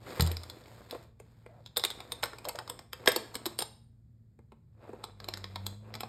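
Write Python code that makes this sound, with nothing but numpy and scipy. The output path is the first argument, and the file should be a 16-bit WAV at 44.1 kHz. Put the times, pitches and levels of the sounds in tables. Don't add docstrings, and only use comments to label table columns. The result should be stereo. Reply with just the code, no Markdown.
import sys
import numpy as np
from scipy import signal
from scipy.fft import rfft, irfft, next_fast_len
from scipy.io import wavfile

SR = 44100
rng = np.random.default_rng(int(sys.argv[2]) if len(sys.argv) > 2 else 0)


def store_wav(level_fs):
    pcm = np.round(np.clip(np.atleast_2d(level_fs), -1, 1) * 32767)
    wavfile.write(sys.argv[1], SR, pcm.T.astype(np.int16))


N = 268216
TIME = np.arange(N) / SR
BLOW_TIME = TIME[:SR // 9]


def from_db(db):
    return 10 ** (np.asarray(db) / 20)


def unit_rms(x):
    return x / np.sqrt(np.mean(x ** 2) + 1e-20)


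def unit_attack(x):
    return x / np.sqrt(np.mean(x[:int(.008 * SR)] ** 2))


def in_time(rows):
    times, *columns = np.transpose(rows)
    return [np.interp(TIME, times, column) for column in columns]


def at_hz(points, hz):
    freqs, levels = np.transpose(points)
    return np.interp(np.log(hz + 1), np.log(freqs), levels)


def coloured(x, spectrum):
    size = next_fast_len(len(x), True)
    hz = np.fft.rfftfreq(size, 1 / SR)
    octaves_outside = np.abs(np.log2((hz + 1) / np.clip(hz + 1, spectrum[0][0], spectrum[-1][0])))
    gain = from_db(at_hz(spectrum, hz) - 10 * octaves_outside)
    return irfft(rfft(x, size) * gain, size)[:len(x)]


def tilted(rows, db_per_octave):
    return [(hz, db + db_per_octave * np.log2(hz / rows[0][0]), *rest) for hz, db, *rest in rows]


def noise(spectrum, size):
    return unit_rms(coloured(rng.standard_normal(size), spectrum))


def drift(per_s):
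    return np.interp(TIME * per_s, np.arange(4096), rng.standard_normal(4096))


def add(track, start_s, sound):
    i = max(0, int(start_s * SR))
    track[i:i + len(sound)] += sound[:max(0, N - i)]


def struck(modes, crack, crack_t60, ring_db, rise_s, spread_db):
    t = BLOW_TIME
    hz, db, t60 = np.transpose(modes)[:, :, None]
    strength, detune, phase = rng.standard_normal((3, len(modes), 1))
    envelopes = from_db(db + spread_db * strength - 60 * t / t60)
    ring = (envelopes * np.sin(2 * np.pi * (hz * (1 + .003 * detune) * t + phase))).sum(0)
    colour = [(freq, level + spread_db * rng.standard_normal()) for freq, level in crack]
    burst = noise(colour, len(t)) * from_db(-60 * t / crack_t60)
    blow = unit_attack(burst) + from_db(ring_db) * unit_attack(ring)
    return unit_attack(blow * (1 - np.exp(-t / rise_s)))


def ticking(force, per_s, modes, crack):
    tick = struck(modes, crack, crack_t60=0.008, ring_db=-6, rise_s=0.00027, spread_db=1)
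    touches = (rng.random(N) < per_s / SR) * rng.uniform(-1, 1, N)
    return signal.oaconvolve(touches * force, tick)[:N]


# time_s, firing_hz, level_db
ENGINE_RUN = [(0, 113.4, -61), (3.9, 115.3, -58.5), (4.6, 111.5, -69.5), (5.35, 99.03, -49),
              (5.5, 95.56, -47), (5.66, 97.85, -41), (5.8, 105, -48),  (6.08, 114.4, -49.5)]
# firing_multiple, idle_db, full_load_db
ENGINE_ORDERS = [(0.499, -6.5, -28.5), (1, 1.5, 1.5), (2.001, -9.5, -8.5)]

def distant_engine():
    firing_hz, level_db = in_time(ENGINE_RUN)
    firings = np.cumsum(firing_hz * (1 + .006 * drift(12))) / SR
    load, = in_time([(5.2, 0), (5.6, 0.48)])
    out = np.zeros(N)
    for multiple, idle_db, full_load_db in ENGINE_ORDERS:
        order_db = level_db + idle_db + load * (full_load_db - idle_db) + 0.67 * drift(3.2)
        out += from_db(order_db) * np.sin(2 * np.pi * (multiple * firings + rng.random()))
    return out


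# freq_hz, density_db
AIR_SPECTRUM = [(20, -23.5), (50, -8.5), (80, -2), (130, -2.5), (300, -23), (1000, -44), (16000, -54.5)]

def room_tone(level_db):
    return from_db(level_db) * noise(AIR_SPECTRUM, N)


# start_s, length_s, rub_db, scratch_vs_rub_db
HAND_STROKES = [(0.086, 0.24, -45.5, -4), (0.406, 0.628, -57, -3), (0.907, 0.049, -53.5, -2.5),
                (1.23, 0.74, -71, -4), (1.904, 0.92, -56.5, -6), (3.005, 0.53, -54, -9),
                (4.836, 0.26, -56.5, -15), (5.24, 0.5, -57.5, -6.5), (5.863, 0.26, -55.5, -16.5)]
SWELL_DB_PER_S, SAG_DB_PER_S, STOP_DB_PER_S = 226, 5.5, 257.5

def stroke_gains():
    rub, scratch = np.zeros((2, N))
    for start_s, length_s, rub_db, scratch_db in HAND_STROKES:
        t = TIME - start_s
        swell_db = SWELL_DB_PER_S * np.minimum(t, 0)
        sag_db = SAG_DB_PER_S * np.clip(t, 0, length_s)
        stop_db = STOP_DB_PER_S * np.maximum(t - length_s, 0)
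        gain = from_db(rub_db + swell_db - sag_db - stop_db)
        rub = np.maximum(rub, gain)
        scratch = np.maximum(scratch, gain * from_db(scratch_db))
    return rub, scratch


def friction(spectrum, slips_per_s, spread_db, waver_db):
    slips = (rng.random(N) < slips_per_s / SR) * rng.standard_normal(N)
    slips *= from_db(spread_db * rng.standard_normal(N))
    return unit_rms(coloured(slips, spectrum) * from_db(waver_db * drift(70)))


# freq_hz, density_db
RUB_SPECTRUM = [(130, -4.5), (280, -1.5), (480, 0.5), (850, -8.5), (1700, -15.5), (4500, -34.5)]
SCRATCH_SPECTRUM = [(900, -7), (3400, -6.5), (6500, -13.5), (12000, -16), (16000, -23)]

def sliding():
    rub_gain, scratch_gain = stroke_gains()
    rub = rub_gain * friction(RUB_SPECTRUM, slips_per_s=1800, spread_db=3, waver_db=2.5)
    scratch = scratch_gain * friction(SCRATCH_SPECTRUM, slips_per_s=5000, spread_db=2.5, waver_db=1.5)
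    return rub + scratch + grit(rub_gain) + hinge_rattles(scratch_gain)


# pitch_hz, level_db, t60_s
SHELL_MODES = [(630.5, 0, 0.03), (901.5, -1, 0.062), (1091, -1, 0.04), (1355, 0, 0.05), (1580, -7, 0.035),
               (2135, -1.5, 0.035), (2410, -1, 0.03)]
# freq_hz, density_db
SHELL_SPECTRUM = [(350, -21.5), (620, 0), (1050, 2.5), (1800, -8.5), (2500, -3), (3800, -20)]

def grit(force, grains_per_s=200):
    return from_db(-5.5) * ticking(force, grains_per_s, tilted(SHELL_MODES, -4), tilted(SHELL_SPECTRUM, -4))


# pitch_hz, level_db, t60_s
SECOND_LOOP_MODES = [(3555, -5, 0.007), (3980, 4.5, 0.014), (5210, 2, 0.015)]
# freq_hz, density_db
LOOP_SPECTRUM = [(2400, -16), (3200, 2.5), (3950, -4.5), (5600, -4), (7500, -24.5)]

def hinge_rattles(force, per_s=14):
    shell = from_db(7.5) * ticking(force, per_s, SHELL_MODES, SHELL_SPECTRUM)
    wire = from_db(1.5) * ticking(force, per_s, SECOND_LOOP_MODES, LOOP_SPECTRUM)
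    return shell + wire


# start_s, level_db, brightness_db
PLASTIC_TAPS = [(0.1955, -39, 8), (0.9268, -38, -7.5), (0.948, -38, -3.5), (1.2, -48.5, -1),
                (1.4624, -49, 2), (2.333, -50, 10), (4.39, -54.5, -2), (4.5204, -54, 3.5),
                (4.8921, -40.5, -15), (4.932, -39.5, -12), (6.033, -46, 14)]
LATCH_CLINKS = [(0.2073, -24.5, 1.5), (0.2215, -33.5, 8.5), (0.264, -40, 2), (0.2733, -36.5, 2),
                (0.3153, -37, 0.5), (0.3687, -37, -5), (0.434, -44, -0.5), (0.4989, -39.5, -4),
                (0.91, -39.5, -2), (1.2, -72, 21.5), (1.6615, -43.5, -11), (1.7635, -37, -9),
                (1.7695, -21.5, -5), (1.796, -32, -8), (1.8381, -22, -6.5), (1.8496, -23.5, -0.5),
                (1.903, -33.5, -5), (1.9125, -39, -12), (2.1205, -30, 1.5), (5.2434, -43, -3),
                (5.338, -34, -7.5), (5.6657, -33.5, 4)]
CATCH_CLICKS = [(1.7752, -34, 12.5), (2.004, -45.5, -2), (2.2275, -43, 6), (2.2321, -36, -7),
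                (2.2374, -30, 1.5), (2.257, -43.5, 4), (2.385, -49, 2.5), (2.445, -52, 3.5),
                (2.452, -42, -1.5), (2.486, -38, 9), (2.492, -40, -1.5), (2.5559, -45, 2), (2.588, -39, -1),
                (2.677, -48, -0.5), (2.6983, -36.5, 5), (2.7913, -47, 0.5), (2.9314, -38, 0.5),
                (3.0596, -37.5, 1), (3.344, -46, 3), (5.04, -40, 0.5), (5.2017, -52.5, -8),
                (5.2864, -37.5, -1.5), (5.3727, -46.5, 2), (5.4419, -45, -8), (5.5583, -42, -5.5),
                (5.9401, -44.5, -2.5), (5.9525, -43.5, -1.5), (6.0064, -38.5, 3)]
CASE_KNOCKS = [(0.1975, -32, -6.5), (3.118, -35, 2.5), (3.1618, -27.5, 1.5), (3.3538, -35.5, 2),
               (3.4569, -35.5, -0.5), (3.4626, -33.5, 1.5), (3.5893, -33, 8), (3.6052, -38, -1),
               (3.617, -41, 1.5), (3.6224, -32.5, -1)]
# lever flips onto shell, lid is pulled down, lever rebounds.
# delay_s, box_db, shell_db, loop_db, lever_db
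SNAP_BLOWS = [(0, -28.5, 0.5, -1.5, -12.5), (.003, -5, -14.5, -15.5, -23.5),
              (0.0097, -28.5, -17.5, -17.5, -11)]
FIRST_FROM_S, FIRST_TO_S = 1.1, 4.1
HOOKED_S, SNAP_S, LOCKED_S, LET_GO_S = 2.2, 3.0749, 3.1, 3.55
SNAP_DB = -16

def contacts():
    # contacts, each part's share_db, each part's gain in dB per dB of brightness
    kinds = [(PLASTIC_TAPS, (-1, -4, -26, -21.5), (0.033, 0.87, 2, 0.68)),
             (LATCH_CLINKS, (-18.5, -11, -1.5, -6.5), (0.2, 0.12, 0.019, 1)),
             (CATCH_CLICKS, (-10, 0, 1, -5.5), (-0.16, -0.53, -0.59, 0.97)),
             (CASE_KNOCKS, (-7.5, -4, 0, -2.5), (0.087, -0.68, 0.43, 0.94))]
    for rows, share_db, shift in kinds:
        for start_s, level_db, brightness_db in rows:
            parts_db = level_db + np.array(share_db) + brightness_db * np.array(shift)
            yield (start_s, *parts_db)
    for delay_s, *share_db in SNAP_BLOWS:
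        yield (SNAP_S + delay_s, *(SNAP_DB + np.array(share_db)))


# pitch_hz, level_db, t60_s
LOOSE_BOX_MODES = [(416.4, 1, .055), (480.7, 2.5, 0.06), (621, -8, 0.027)]
SHUT_BOX_MODES = [(223, -9, 0.23), (345.6, 2.5, 0.035), (422, 0.5, 0.03)]
# freq_hz, density_db
BOX_SPECTRUM = [(140, -30.5), (260, -20), (450, -2), (900, -26)]

def hollow_box(start_s):
    modes = SHUT_BOX_MODES if start_s > LOCKED_S else LOOSE_BOX_MODES
    return struck(modes, BOX_SPECTRUM, crack_t60=0.036, ring_db=-4.5, rise_s=0.0024, spread_db=2)


def plastic_shell(shell_db, loop_db):
    hardness = np.clip(0.12 * (loop_db - shell_db) + 0.23 * max(shell_db + 30.5, 0), -4, 4)
    return struck(tilted(SHELL_MODES, hardness), tilted(SHELL_SPECTRUM, hardness),
                  crack_t60=0.017, ring_db=-9, rise_s=0.00022, spread_db=4.5)


# pitch_hz, level_db, t60_s
FREE_LOOP_MODES = [(3444, 2, 0.02), (3705, 8, 0.016), (3920, 1, 0.012)]
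TAUT_LOOP_MODES = [(3040, -2.5, 0.01), (3840, 2.5, 0.008), (5234, 3, 0.022)]

def wire_loop(start_s):
    if not FIRST_FROM_S < start_s < FIRST_TO_S:
        modes, ring_db = SECOND_LOOP_MODES, -2.5
    elif start_s > HOOKED_S:
        modes, ring_db = TAUT_LOOP_MODES, -4
    else:
        modes, ring_db = FREE_LOOP_MODES, 3.5
    return struck(modes, LOOP_SPECTRUM, crack_t60=0.011, ring_db=ring_db, rise_s=0.00023, spread_db=3)


# pitch_hz, level_db, t60_s
LOOSE_LEVER_MODES = [(7360, -4.5, 0.028), (8820, 2.5, 0.033), (11760, -3.5, 0.025), (12200, -0.5, 0.025)]
HELD_LEVER_MODES = [(7540, 0.5, 0.014), (8470, 4.5, 0.018), (12470, 0, 0.035)]
SHUT_LEVER_MODES = [(7440, -3.5, 0.048), (8860, 7.5, 0.054), (11640, -3, 0.04)]
# freq_hz, density_db
LEVER_SPECTRUM = [(4500, -18.5), (6500, -2.5), (8700, 3.5), (12300, -3), (16000, -8)]

def steel_lever(start_s, lever_db):
    if LET_GO_S < start_s < FIRST_TO_S:
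        modes, ring_db = SHUT_LEVER_MODES, 1
    elif start_s > HOOKED_S:
        modes, ring_db = HELD_LEVER_MODES, -5
    else:
        modes, ring_db = LOOSE_LEVER_MODES, -1.5
    sheen = np.clip(.45 * (lever_db + 41), -6, 3)
    return struck(tilted(modes, sheen), tilted(LEVER_SPECTRUM, sheen),
                  crack_t60=0.015, ring_db=ring_db + .5 * min(sheen, 0), rise_s=0.00049, spread_db=3.5)


def chatter(sound, lead_s, level_db=-7.5, before_s=.0026, after_s=.007, per_s=900):
    lead = int(lead_s * SR)
    t = np.arange(-lead, 2 * lead) / SR
    touches = (rng.random(len(t)) < per_s / SR) * rng.standard_normal(len(t))
    touches *= np.exp(np.minimum(t / before_s, -t / after_s))
    touches *= from_db(level_db) / np.sqrt(np.sum(touches ** 2) + 1e-12)
    touches[lead] = 1
    return signal.fftconvolve(sound, touches)


def case_and_latches(lead_s=.015):
    out = np.zeros(N)
    for start_s, box_db, shell_db, loop_db, lever_db in contacts():
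        add(out, start_s, from_db(box_db) * hollow_box(start_s))
        click = from_db(shell_db) * plastic_shell(shell_db, loop_db)
        click += from_db(loop_db) * wire_loop(start_s)
        click += from_db(lever_db) * steel_lever(start_s, lever_db)
        add(out, start_s - lead_s, chatter(click, lead_s))
    return out


# start_s, level_db
DESK_BUMPS = [(0.197, -29.5), (0.2224, -33)]
# pitch_hz, level_db, t60_s
DESK_MODES = [(84, 4.5, 0.49), (128, 6.5, 0.22), (157.3, 2, 0.26)]

def desk_boom():
    out, t = np.zeros(N), TIME[:SR]
    boom = sum(from_db(db - 60 * t / t60) * np.sin(2 * np.pi * hz * t) for hz, db, t60 in DESK_MODES)
    for start_s, level_db in DESK_BUMPS:
        add(out, start_s, from_db(level_db) * boom)
    return signal.sosfilt(signal.butter(4, 55, "high", fs=SR, output="sos"), out + 1e-18)


# start_s, length_s, level_db, pitch_hz
FINGER_CREAKS = [(1.49, .12, -61.5, 599), (2.456, .025, -42.5, 559.1), (2.549, .018, -43.5, 652),
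                 (2.59, .03, -48.5, 777), (4.806, .075, -66, 743)]

def finger_creaks(slips_per_s=140, t60_s=0.035, spread_octaves=0.13):
    out = np.zeros(N)
    for start_s, length_s, level_db, pitch_hz in FINGER_CREAKS:
        gaps = rng.uniform(.3, 1.7, 40) / slips_per_s
        delays = np.cumsum(gaps) - gaps[0]
        crack = [(pitch_hz / 2, -6), (pitch_hz, 0), (4000, -28)]
        for delay_s, (size, detune) in zip(delays, rng.standard_normal((len(gaps), 2))):
            mode = (pitch_hz * 2 ** (spread_octaves * detune), 0, t60_s)
            slip = struck([mode], crack, crack_t60=t60_s, ring_db=5.5, rise_s=0.0014, spread_db=2)
            if delay_s < length_s:
                add(out, start_s + delay_s, from_db(level_db + 2 * size) * slip)
    return out


# pitch_hz, level_db, t60_s
SPRUNG_STEEL_MODES = [(3182, -34.5, 0.11), (5240, -26, .09), (8296, -27, .11)]

def snap_tail(shudders_per_s=330, shudder_db=-28, shudder_t60_s=0.18):
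    t = np.maximum(TIME - SNAP_S, 0)
    ring = sum(from_db(db - 60 * t / t60) * np.sin(2 * np.pi * hz * t)
               for hz, db, t60 in SPRUNG_STEEL_MODES)
    force = (TIME > SNAP_S) * from_db(shudder_db - 60 * t / shudder_t60_s)
    return ring + ticking(force, shudders_per_s, SHELL_MODES, SHELL_SPECTRUM)


# start_s, level_db, start_pitch_hz
MAT_THUDS = [(3.162, -23, 400.4), (3.357, -31.5, 307.3), (3.4634, -24, 393)]

def mat_thuds(rise_s=0.0025, t60_s=0.036, sag_octaves_per_s=22):
    out, t = np.zeros(N), BLOW_TIME
    for start_s, level_db, pitch_hz in MAT_THUDS:
        cycles = np.cumsum(pitch_hz * 2 ** (-sag_octaves_per_s * t)) / SR
        envelope = from_db(level_db - 60 * t / t60_s) * (1 - np.exp(-t / rise_s))
        add(out, start_s, envelope * np.sin(2 * np.pi * cycles))
    return out


# freq_hz, gain_db
ECHO_SPECTRUM = [(100, -6.5), (400, -2.5), (8000, -4.5), (16000, -17)]

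def room_echo(x, tail_t60, wet_db, early_db, early_t60):
    t = TIME[:SR]
    envelope = from_db(-60 * t / tail_t60) + from_db(early_db - 60 * t / early_t60)
    envelope *= np.clip(t / 0.003 - 1, 0, 1)
    echo = envelope * rng.standard_normal(SR) / np.sqrt(np.sum(envelope ** 2))
    return from_db(wet_db) * signal.fftconvolve(x, coloured(echo, ECHO_SPECTRUM))[:N]


# freq_hz, lead_rad
LEFT_PHASE_LEAD = [(0, 0), (1810, 0.5), (2780, 2.5), (4000, 0.94), (4910, 1), (7600, 6.5), (11000, 10),
                   (13300, 14), (14000, 10)]
# freq_hz, left_minus_right_db
LEFT_LEVEL_LEAD = [(100, -0.5), (280, -3.5), (900, 2), (3000, -1.5), (8000, 0)]

def microphones(x):
    size = next_fast_len(N + SR)
    hz = np.fft.rfftfreq(size, 1 / SR)
    sides = np.array([[.5], [-.5]])
    phase = sides * np.interp(hz, *np.transpose(LEFT_PHASE_LEAD))
    gain = from_db(sides * at_hz(LEFT_LEVEL_LEAD, hz))
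    return irfft(rfft(x, size) * gain * np.exp(1j * phase), size)[:, :N]


def scene():
    close = case_and_latches() + snap_tail() + desk_boom() + mat_thuds() + sliding() + finger_creaks()
    shared_echo = room_echo(close, tail_t60=0.44, wet_db=-6.5, early_db=-2.5, early_t60=0.13)
    side_echo = room_echo(close, tail_t60=0.45, wet_db=-8.5, early_db=13, early_t60=0.05)
    background = distant_engine() + room_tone(-60.5)
    bass_cut = signal.butter(1, 300, "high", fs=SR, output="sos")
    side = signal.sosfilt(bass_cut, side_echo) + room_tone(-79)
    return microphones(close + shared_echo + background) + side * [[1], [-1]]


def record(dry, ceiling=0.8, cutoff_hz=16200):
    rounded = ceiling * np.tanh(dry / ceiling)
    return signal.sosfilt(signal.ellip(10, .2, 80, cutoff_hz, fs=SR, output="sos"), rounded)


dry = scene()
out = record(dry)
store_wav(out)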